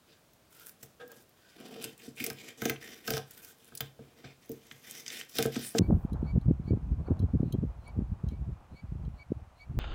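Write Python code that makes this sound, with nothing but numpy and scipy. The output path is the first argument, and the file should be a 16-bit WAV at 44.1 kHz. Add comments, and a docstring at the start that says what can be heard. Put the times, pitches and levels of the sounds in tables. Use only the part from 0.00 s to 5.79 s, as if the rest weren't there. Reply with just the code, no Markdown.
"""A raw fish fillet is skinned on a wooden board across a steel kitchen sink, in a small, quiet kitchen.
At first the knife rasps softly to and fro; near one second the blade judders briefly on the wood.
Then the strokes grow louder, and where the blade catches it snaps free and the board knocks.
After a calmer spell past three seconds, the strongest snaps and rasps come near the end.
Filtered noise makes rasp, hiss and snaps, fading sine tones make the board ring; wet smacks run throughout."""
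import sys
import numpy as np
from scipy import signal
from scipy.fft import rfft, irfft
from scipy.io import wavfile

SR = 44100
rng = np.random.default_rng(int(sys.argv[2]) if len(sys.argv) > 2 else 0)


def to_wav(s):
    """Save 16-bit WAV."""
    ch = np.atleast_2d(s).T  # columns
    pcm = np.round(np.clip(ch, -1, 1) * 32767)  # PCM
    wavfile.write(sys.argv[1], SR, pcm.astype(np.int16))


N = 255339   # length of the scene in samples
TIME = np.arange(N) / SR   # seconds since the scene began
AGE = np.arange(SR // 2) / SR   # seconds since one short sound began


def from_db(db):
    """Turn decibels into gain."""
    return 10 ** (np.asarray(db) / 20)


def rms_one(x, size=None):
    """Scale to an rms of 1, judged on the first `size` samples or on all."""
    return x / np.sqrt(np.mean(x[:size] ** 2) + 1e-20)


def add(out, start_s, sound):
    """Mix a sound in at a time, cut off where the scene ends."""
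    start = max(0, round(start_s * SR))
    out[start:start + len(sound)] += sound[:max(0, N - start)]


def at_hz(points, hz):
    """Read a spectrum between its points, on a log-frequency axis."""
    freq, db = np.transpose(points)
    return np.interp(np.log(hz + 1e-6), np.log(freq), db)


def coloured(x, *spectra, peaks=()):
    """Shape a steady noise by spectra and resonance peaks, then scale to an rms of 1."""
    hz = np.fft.rfftfreq(len(x), 1 / SR)
    db = sum(at_hz(points, hz) for points in spectra)
    for centre_hz, width_hz, lift_db in peaks:
        db = db + lift_db / (1 + (2 * (hz - centre_hz) / width_hz) ** 2)
    return rms_one(irfft(rfft(x) * from_db(db), len(x)))


def resonate(x, hz, width_hz):
    """Ring one resonance, a two-pole filter with gain 1 at its peak."""
    r = np.exp(-np.pi * width_hz / SR)
    feedback = [1, -2 * r * np.cos(2 * np.pi * hz / SR), r * r]
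    return (1 - r * r) / 2 * signal.lfilter([1, 0, -1], feedback, x)


def drift(rate):
    """Wander slowly at random: normal values of spread 1, `rate` per second, joined by lines."""
    knots = rng.standard_normal(4096)
    return np.interp(TIME * rate, np.arange(len(knots)), knots)


def grains(per_s, spread_db):
    """Scatter tiny random contacts of very unequal size; rms 1."""
    size_db = spread_db * np.minimum(rng.exponential(1, N), 5)
    sizes = from_db(size_db) * rng.choice([-1, 1], N)
    return rms_one(sizes * (rng.random(N) < per_s / SR))


# colour of the quiet background: pitch_hz, relative level_db
ROOM_TONE_COLOUR = [(15, -41), (25, -8), (137, -2.5), (439, -7.5), (575, -7.5), (641, -8), (887, -12.5),
                    (962, -12), (1610, -15), (1940, -17.5), (3820, -18.5), (10100, -24), (14800, -24.5),
                    (16000, -22.5)]
ROOM_TONE_DB = -64.5


def room_tone():
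    """Steady coloured noise stands for the quiet kitchen."""
    return from_db(ROOM_TONE_DB) * coloured(rng.standard_normal(N), ROOM_TONE_COLOUR)


def kitchen(x, gap_s, low_t60_s, treble_t60_s):
    """Near walls send back a blur of reflections, made of fading noise; the treble dies sooner."""
    noise = rng.standard_normal(len(AGE))
    low = signal.sosfilt(signal.butter(1, 4000, fs=SR, output="sos"), noise)
    treble = noise - low
    echo = low * from_db(-60 * AGE / low_t60_s) + treble * from_db(-60 * AGE / treble_t60_s)
    echo *= 1 - np.exp(-(AGE / gap_s) ** 2)   # the reflections arrive a little late
    return signal.fftconvolve(x, echo / np.sqrt(np.sum(echo ** 2)))[:N]


# the blade sticks and slips on the wood:
# start_s, length_s, relative level_db, brightness_db_per_octave
JUDDERS = [(0.9955, 0.04, -46, 3.5), (1.017, 0.041, -41, -12), (1.088, 0.051, -49.5, 0),
           (1.117, 0.024, -52.5, 3.0)]
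# resonances that a judder sets singing: pitch_hz, width_hz, relative level_db
SINGING_RESONANCES = [(476, 2.7, -3), (654, 180, -12), (1272, 17, -17), (1624, 44, -10.5), (2650, 350, -24),
                      (3480, 320, -24)]


def judders(level_db):
    """Irregular slips, made of noise, swell and fade in a few resonances."""
    out = np.zeros(N)
    lowest_hz = SINGING_RESONANCES[0][0]
    for start_s, length_s, db, brightness in JUDDERS:
        swell = np.sin(np.pi * np.minimum(AGE / length_s, 1) ** 0.82)
        for hz, width_hz, line_db in SINGING_RESONANCES:
            slips = rng.standard_normal(2 * len(AGE))
            tone = resonate(slips, hz, width_hz)[len(AGE):]   # skip the filter's build-up
            gain = from_db(db + level_db + line_db + brightness * np.log2(hz / lowest_hz))
            add(out, start_s, gain * rms_one(tone * swell, size=int(length_s * SR)))
    return out


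# blows on the board: start_s, relative level_db, depth_db (up to 140 Hz),
# hardness_db (440 to 530 Hz), edge_db (from 1120 Hz up)
KNOCKS = [(0.83, -66.5, 7.5, 6, -1), (1.849, -53.5, -4, 3, -35), (2.077, -49.5, -7, -6, -32),
          (2.207, -45, -8, -11, -30), (2.244, -60, -14, 9.5, -6), (2.267, -50, -9, 8.5, -14),
          (2.304, -53, 1, 4, 6), (2.62, -42.5, -5.5, -1.5, 3.5), (2.656, -36, -12, 0.5, -4),
          (2.699, -45, 0, 3.5, 6), (3.08, -46.5, -2, 4.5, 10), (3.108, -50, 7, 13.5, 5),
          (3.137, -53, 9, 15, 10), (3.169, -54.5, 0, 13.5, 16), (3.721, -63.5, 3, -1, 5),
          (3.806, -52, 5.5, 3, 8), (3.991, -53.5, -0.5, 0.5, -15), (4.243, -68, 15.5, 5, 14),
          (4.497, -44, -8.5, 4, -46), (4.714, -65, 5, -14, 4), (5.389, -36, -5.5, 4, -2.5),
          (5.455, -40, -1, 8.5, -2), (5.562, -36, -8.5, -10.5, -9.5), (5.75, -36, -11.5, 4, -8)]
# ways the board rings on the sink: pitch_hz, relative level_db, t60_s (time to fade by 60 dB)
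BOARD_MODES = [(69, -14, 0.43), (104.6, -5, 0.41), (136.2, 6, 0.26), (205.3, -9, 0.4), (232.4, 11, 0.093),
               (276.5, 4, 0.16), (310, 2, 0.12), (381, -2, 0.092), (452.6, 8, 0.13), (487, -5, 0.15),
               (646, -5, 0.23), (686.3, -4, 0.15), (759, -8, 0.16), (1055, -16.5, 0.25), (1278, 1.5, 0.051),
               (1561, 8, 0.039), (1670, -7, 0.085), (1840, -19, 0.078), (2210, -14, 0.15),
               (2380, -28, 0.024), (3000, -18, 0.1)]
# colour of the dull thud of sink and counter: pitch_hz, relative level_db
THUD_COLOUR = [(35, -31), (70, 8.5), (130, 8), (240, 10.5), (430, 3), (560, -26), (720, 7), (950, -17),
               (1450, -13), (2200, -45), (4000, -31), (9000, -40)]


def knocks(modes_db, thud_db, thud_s, cushion_s, build_cycles):
    """A blow, cushioned by the fillet, rings the board's modes over a dull thud of sink and counter."""
    out = np.zeros(N)
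    hz, mode_db, t60_s = np.transpose(BOARD_MODES)[:, :, None]
    push = 1 - np.exp(-(AGE / cushion_s) ** 2)
    build = 1 - np.exp(-(AGE * hz / build_cycles) ** 2)   # low modes take longer to get going
    for start_s, db, depth, hardness, edge in KNOCKS:
        contact = [(140, depth), (210, 0.004), (330, 0), (440, hardness), (530, hardness), (1120, edge)]
        phase = rng.uniform(0, 2 * np.pi, hz.shape)   # each blow lands on another spot
        fading = from_db(mode_db + at_hz(contact, hz) - 60 * AGE / t60_s)
        modes = build * fading * np.sin(2 * np.pi * hz * AGE + phase)
        strength = np.sqrt(np.mean(modes ** 2, axis=1).sum())   # from the energy of all modes
        ring = rms_one(push * modes.sum(axis=0))
        thud_noise = coloured(rng.standard_normal(len(AGE)), THUD_COLOUR, contact)
        thud = rms_one(push * thud_noise * np.exp(-AGE / thud_s))
        blow = from_db(modes_db) * ring + from_db(thud_db) * thud
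        add(out, start_s - .001, from_db(db) * strength * blow)   # starts 1 ms before its table time
    return out


# resonances of the blade: pitch_hz, width_hz, lift_db
BLADE_RESONANCES = [(1536, 83, 8.5), (1847, 43, 6.5), (2456, 55, 7.5), (3100, 140, 6), (3516, 140, 1.5),
                    (3630, 140, 5), (4980, 480, 5.5), (5530, 97, 1.5), (6230, 510, 0.5), (6120, 65, 2.5),
                    (7790, 210, 5), (8300, 280, -3.5), (11400, 160, 9), (15000, 460, 10.5)]


def on_blade(x, colour):
    """Colour a noise and let the blade's resonances stand out of it."""
    return coloured(x, colour, peaks=BLADE_RESONANCES)


# wet skin peels off with a small bright smack: start_s, relative level_db
SMACKS = [(0.334, -60), (0.597, -46.5), (0.662, -48), (0.686, -52), (0.6935, -46), (1.078, -54.5),
          (1.117, -48), (1.293, -58), (1.978, -51), (3.309, -45), (3.447, -42), (3.678, -54),
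          (4.459, -59.5), (4.493, -48.5), (4.516, -45.5), (4.668, -57), (5.294, -51), (5.354, -39)]


def smacks():
    """Wet smacks are snaps that share one thin, bright colour and a quick start."""
    bite_db, sparkle_db, rise_s = -8.5, 6.5, 0.00047
    return [(start_s, db, bite_db, sparkle_db, rise_s) for start_s, db in SMACKS]


# the caught blade snaps free: start_s, relative level_db, bite_db (near 2.5 kHz),
# sparkle_db (near 13 kHz), rise_s
SNAPS = [(0.8267, -41, -4.5, -2, 0.0052), (1.741, -49.5, 14, -6, 0.0003), (1.841, -33, 1.5, 2, 0.00091),
         (2.2005, -39, 16, 7, 0.002), (2.2405, -27.5, 1, 5.5, 0.00066), (2.264, -29, -1, 0.5, 0.00068),
         (2.301, -33.5, 1, 2, 0.0003), (2.6184, -35.5, 4.5, 3.5, 0.00063), (2.654, -30, 5, 1, 0.00058),
         (2.697, -25.5, 8.5, 8, 0.00019), (2.76, -45, 38, -8, 0.0002), (3.075, -32.5, 0.5, -7, 0.0022),
         (3.105, -28.5, 1.5, 0, 0.00046), (3.136, -33.5, 3, -12, 0.00086), (3.168, -34, -1, 5, 0.0012),
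         (3.179, -33.5, 7, -8, 0.00016), (3.751, -42.5, -3, 6, 0.0012), (3.7724, -42.5, -11, -4, 0.003),
         (3.8053, -31.5, 8.5, 1, 0.0013), (4.712, -40.5, 24, -28, 0.00044),
         (5.063, -42.5, 13, -20, 0.00045), (5.08, -43, -3, -20, 0.0003), (5.102, -41, 11, -17, 0.00092),
         (5.2125, -38.5, 17, -17, 0.00027), (5.385, -23.5, 3.5, 2.5, 0.00049),
         (5.426, -26.5, 3, -5, 0.00019), (5.556, -38, 38, 2, 0.0016), (5.783, -23.5, 2.5, -15, 0.0021)]


def snaps(level_db, spike_db, crack_s, ring_s, ring_db):
    """Each snap or smack is noise fading as a spike, a crack of a few milliseconds and a short ring."""
    out = np.zeros(N)
    spike = from_db(spike_db) * np.exp(-AGE / 0.00033)
    decay = spike + np.exp(-AGE / crack_s) + from_db(ring_db) * np.exp(-AGE / ring_s)
    for start_s, db, bite, sparkle, rise_s in list(SNAPS) + smacks():
        colour = [(300, bite - 24), (1100, bite - 13), (2100, bite), (3200, bite), (5800, 1),
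                  (8500, -0.3), (12500, sparkle), (15800, sparkle + 1), (18000, sparkle - 20)]
        crack = on_blade(rng.standard_normal(len(AGE)), colour) * decay
        crack *= 1 - np.exp(-(AGE / rise_s) ** 2)
        add(out, start_s, from_db(db + level_db) * rms_one(crack, size=220))   # judged on 5 ms
    return out


def squelch(x, wander_db):
    """Wet flesh shifts on the steel, so each region of the treble swells and sinks on its own."""
    out = x.copy()
    for hz in np.geomspace(1500, 15000, 13):
        out += (from_db(wander_db * drift(rate=32)) - 1) * resonate(x, hz, 0.21 * hz)
    return out


def stroke_gate(start_s, length_s):
    """A stroke sets in, holds for its length and dies away."""
    attack_s, release_s = 0.019, 0.028
    age = np.maximum(TIME - start_s, 0)
    attack = 1 - np.exp(-np.minimum(age / attack_s, 6) ** 2)
    return attack * np.exp(-np.clip((age - length_s) / release_s, 0, 20))


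# strokes of knife and hand; each bends the blade anew, so that another resonance speaks:
# start_s, length_s, relative rasp_db, hiss_db and rumble_db, swell_db (from start to end),
# ring_hz, ring_lift_db, overtone_lift_db
STROKES = [(0.064, 0.11, -67.5, -81, -69, -13, 1560, 5, 4),
           (0.486, 0.14, -70.5, -64, -72.5, 17.5, 1410, 22, -2),
           (0.637, 0.06, -68.5, -57.5, -69, 2, 1544, 16.5, -6),
           (0.785, 0.12, -74, -65.5, -71, -6, 1600, 1, -10), (0.99, 0.08, -73, -87, -56.5, -4, 1600, 2, -6),
           (1.082, 0.12, -73, -67, -65, 6.5, 1650, 13, 2), (1.348, 0.25, -68.5, -75, -79, 6, 1510, 13, 4),
           (1.547, 0.27, -58.5, -68, -49, 6.5, 3250, 1, 4.5),
           (1.798, 0.12, -51, -57, -51.5, -13, 2750, 6, 2), (1.964, 0.094, -60, -61, -60, 16.5, 2650, 6, 7),
           (2.142, 0.072, -55.5, -54, -58, 20, 2340, 16.5, 2),
           (2.216, 0.11, -55, -52.5, -49.5, -15, 2150, 8.5, -1.5),
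           (2.338, 0.16, -56.5, -63, -57, 8.5, 2290, 12, 8),
           (2.56, 0.14, -55, -54.5, -51, 15, 2060, 13, 11.5),
           (2.793, 0.2, -55.5, -58, -55.5, -4.5, 1910, 15.5, 6),
           (3.023, 0.15, -51, -53, -56, 6, 1870, 4.5, 8.5), (3.25, 0.26, -65.5, -58, -66, 7.5, 1430, 14, 0),
           (3.558, 0.22, -67.5, -71.5, -71, 2, 3330, 1.5, 7),
           (3.79, 0.083, -62.5, -63, -66, -4, 3240, 7.5, -5), (3.952, 0.19, -74, -83, -64, 1, 2220, 11, 0),
           (4.156, 0.064, -63, -73, -58, -2, 1980, 8.5, 2),
           (4.227, 0.1, -58, -82, -54, -23, 2300, 11.5, -10),
           (4.4, 0.77, -68.5, -68, -69.5, 3.5, 2070, 9, 8), (4.82, 0.19, -56, -56, -60, 6.5, 1860, 1, 6.5),
           (5.044, 0.16, -51, -54, -58, 13, 1840, 4, 7.5), (5.271, 0.12, -57, -59, -74, 4, 1850, 0, 8),
           (5.334, 0.12, -45, -48, -48, -1.5, 1530, 6, -2),
           (5.495, 0.12, -49, -53, -52.5, 6.5, 1890, 2, 10.5),
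           (5.598, 0.094, -52.5, -45.5, -64, 5, 3170, 3, 12),
           (5.726, 0.073, -48, -49.5, -47, 6, 3230, -6, -7)]


def bent_blade(x, share):
    """Lift each stroke's ring and overtone while it lasts, by a share of their full decibels."""
    out = x.copy()
    for start_s, length_s, *_, ring_hz, ring_db, overtone_db in STROKES:
        held = x * stroke_gate(start_s, length_s) + 1e-18
        overtone_hz = 3.01 * ring_hz   # second bending mode of the blade
        out += (from_db(share * ring_db) - 1) * resonate(held, ring_hz, 0.13 * ring_hz)
        out += (from_db(share * overtone_db) - 1) * resonate(held, overtone_hz, 0.11 * overtone_hz)
    return out


def stroke_gains():
    """Rasp, hiss and rumble follow speed, which arches, and pressure, which grows or eases in a stroke."""
    arch_db = 3.5   # the blade runs fastest in the middle of a stroke
    power = np.zeros((3, N))
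    for start_s, length_s, rasp_db, hiss_db, rumble_db, swell_db, *_ in STROKES:
        progress = np.clip((TIME - start_s) / length_s, 0, 1) - .5   # from -0.5 to 0.5
        arch = np.cos(np.pi * progress) - 2 / np.pi
        effort = from_db(swell_db * progress + arch_db * arch)
        levels = from_db([[rasp_db], [hiss_db], [rumble_db]])
        power += levels ** 2 * (stroke_gate(start_s, length_s) * effort) ** 2
    return np.sqrt(power)


# colour of fibres tearing on the blade: pitch_hz, relative level_db
RASP_COLOUR = [(500, -34), (950, -15.5), (1350, -7), (2100, -1), (3400, 0), (4350, -4), (5000, -5),
               (5900, -5), (6500, -13.5), (7500, -5.5), (10000, -47), (16000, -32)]
# colour of the wet film, all treble: pitch_hz, relative level_db
WET_HISS_COLOUR = [(3000, -10.5), (6000, -1), (8000, 1), (10500, 1), (12500, 1), (14500, 5), (16000, -6)]
# colour of the shaken board: pitch_hz, relative level_db
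RUMBLE_COLOUR = [(40, -51), (90, -11), (140, -2), (235, 6), (310, 2.5), (405, -3), (460, 9.5), (540, -10),
                 (700, -2), (900, -18), (1400, -14), (3000, -40)]


def sawing(rasp_db, hiss_db, crackle_db, rumble_db, flutter_db):
    """Tearing fibres rasp on the blade, the wet film fizzes and crackles, and the drag shakes the board."""
    flutter = from_db(flutter_db * drift(rate=140))   # the edge never runs evenly
    rasping, wetness, drag = stroke_gains() * flutter
    fibres = grains(per_s=8300, spread_db=3.5)
    fizz = grains(per_s=12000, spread_db=3.5)
    crackle = from_db(crackle_db) * grains(per_s=170, spread_db=7.0)
    rasp = from_db(rasp_db) * rasping * on_blade(fibres, RASP_COLOUR)
    hiss = from_db(hiss_db) * wetness * coloured(fizz + crackle, WET_HISS_COLOUR)
    rumble = from_db(rumble_db) * drag * coloured(rng.standard_normal(N), RUMBLE_COLOUR)
    return squelch(bent_blade(rasp + hiss, share=0.81), wander_db=3.0) + rumble


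def scene():
    """Knife, fillet and board sound close by, in a quiet kitchen that answers."""
    rubbing = sawing(rasp_db=-2.1, hiss_db=-1.07, crackle_db=-5.5, rumble_db=-1.67, flutter_db=2.44)
    rubbing += judders(level_db=-4.0)
    cracks = snaps(level_db=-3.5, spike_db=18.0, crack_s=0.0032, ring_s=0.0053, ring_db=-5.5)
    cracks = squelch(bent_blade(cracks, share=0.93), wander_db=3.5)
    blows = cracks + knocks(modes_db=1.0, thud_db=-6.5, thud_s=0.022, cushion_s=0.0012, build_cycles=1.0)
    into_room = from_db(-14.0) * blows + from_db(-10.5) * rubbing
    echoes = kitchen(into_room, gap_s=0.0058, low_t60_s=0.26, treble_t60_s=0.072)
    return (rubbing + blows + echoes + room_tone())[None]


def record(dry):
    """The microphone drops the bass below 42 Hz, and the top is cut above 16.1 kHz."""
    thin = signal.sosfilt(signal.butter(3, 42, "high", fs=SR, output="sos"), dry)
    return signal.sosfilt(signal.ellip(10, .2, 70, 16100, fs=SR, output="sos"), thin)


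dry = scene()
out = record(dry)
to_wav(out)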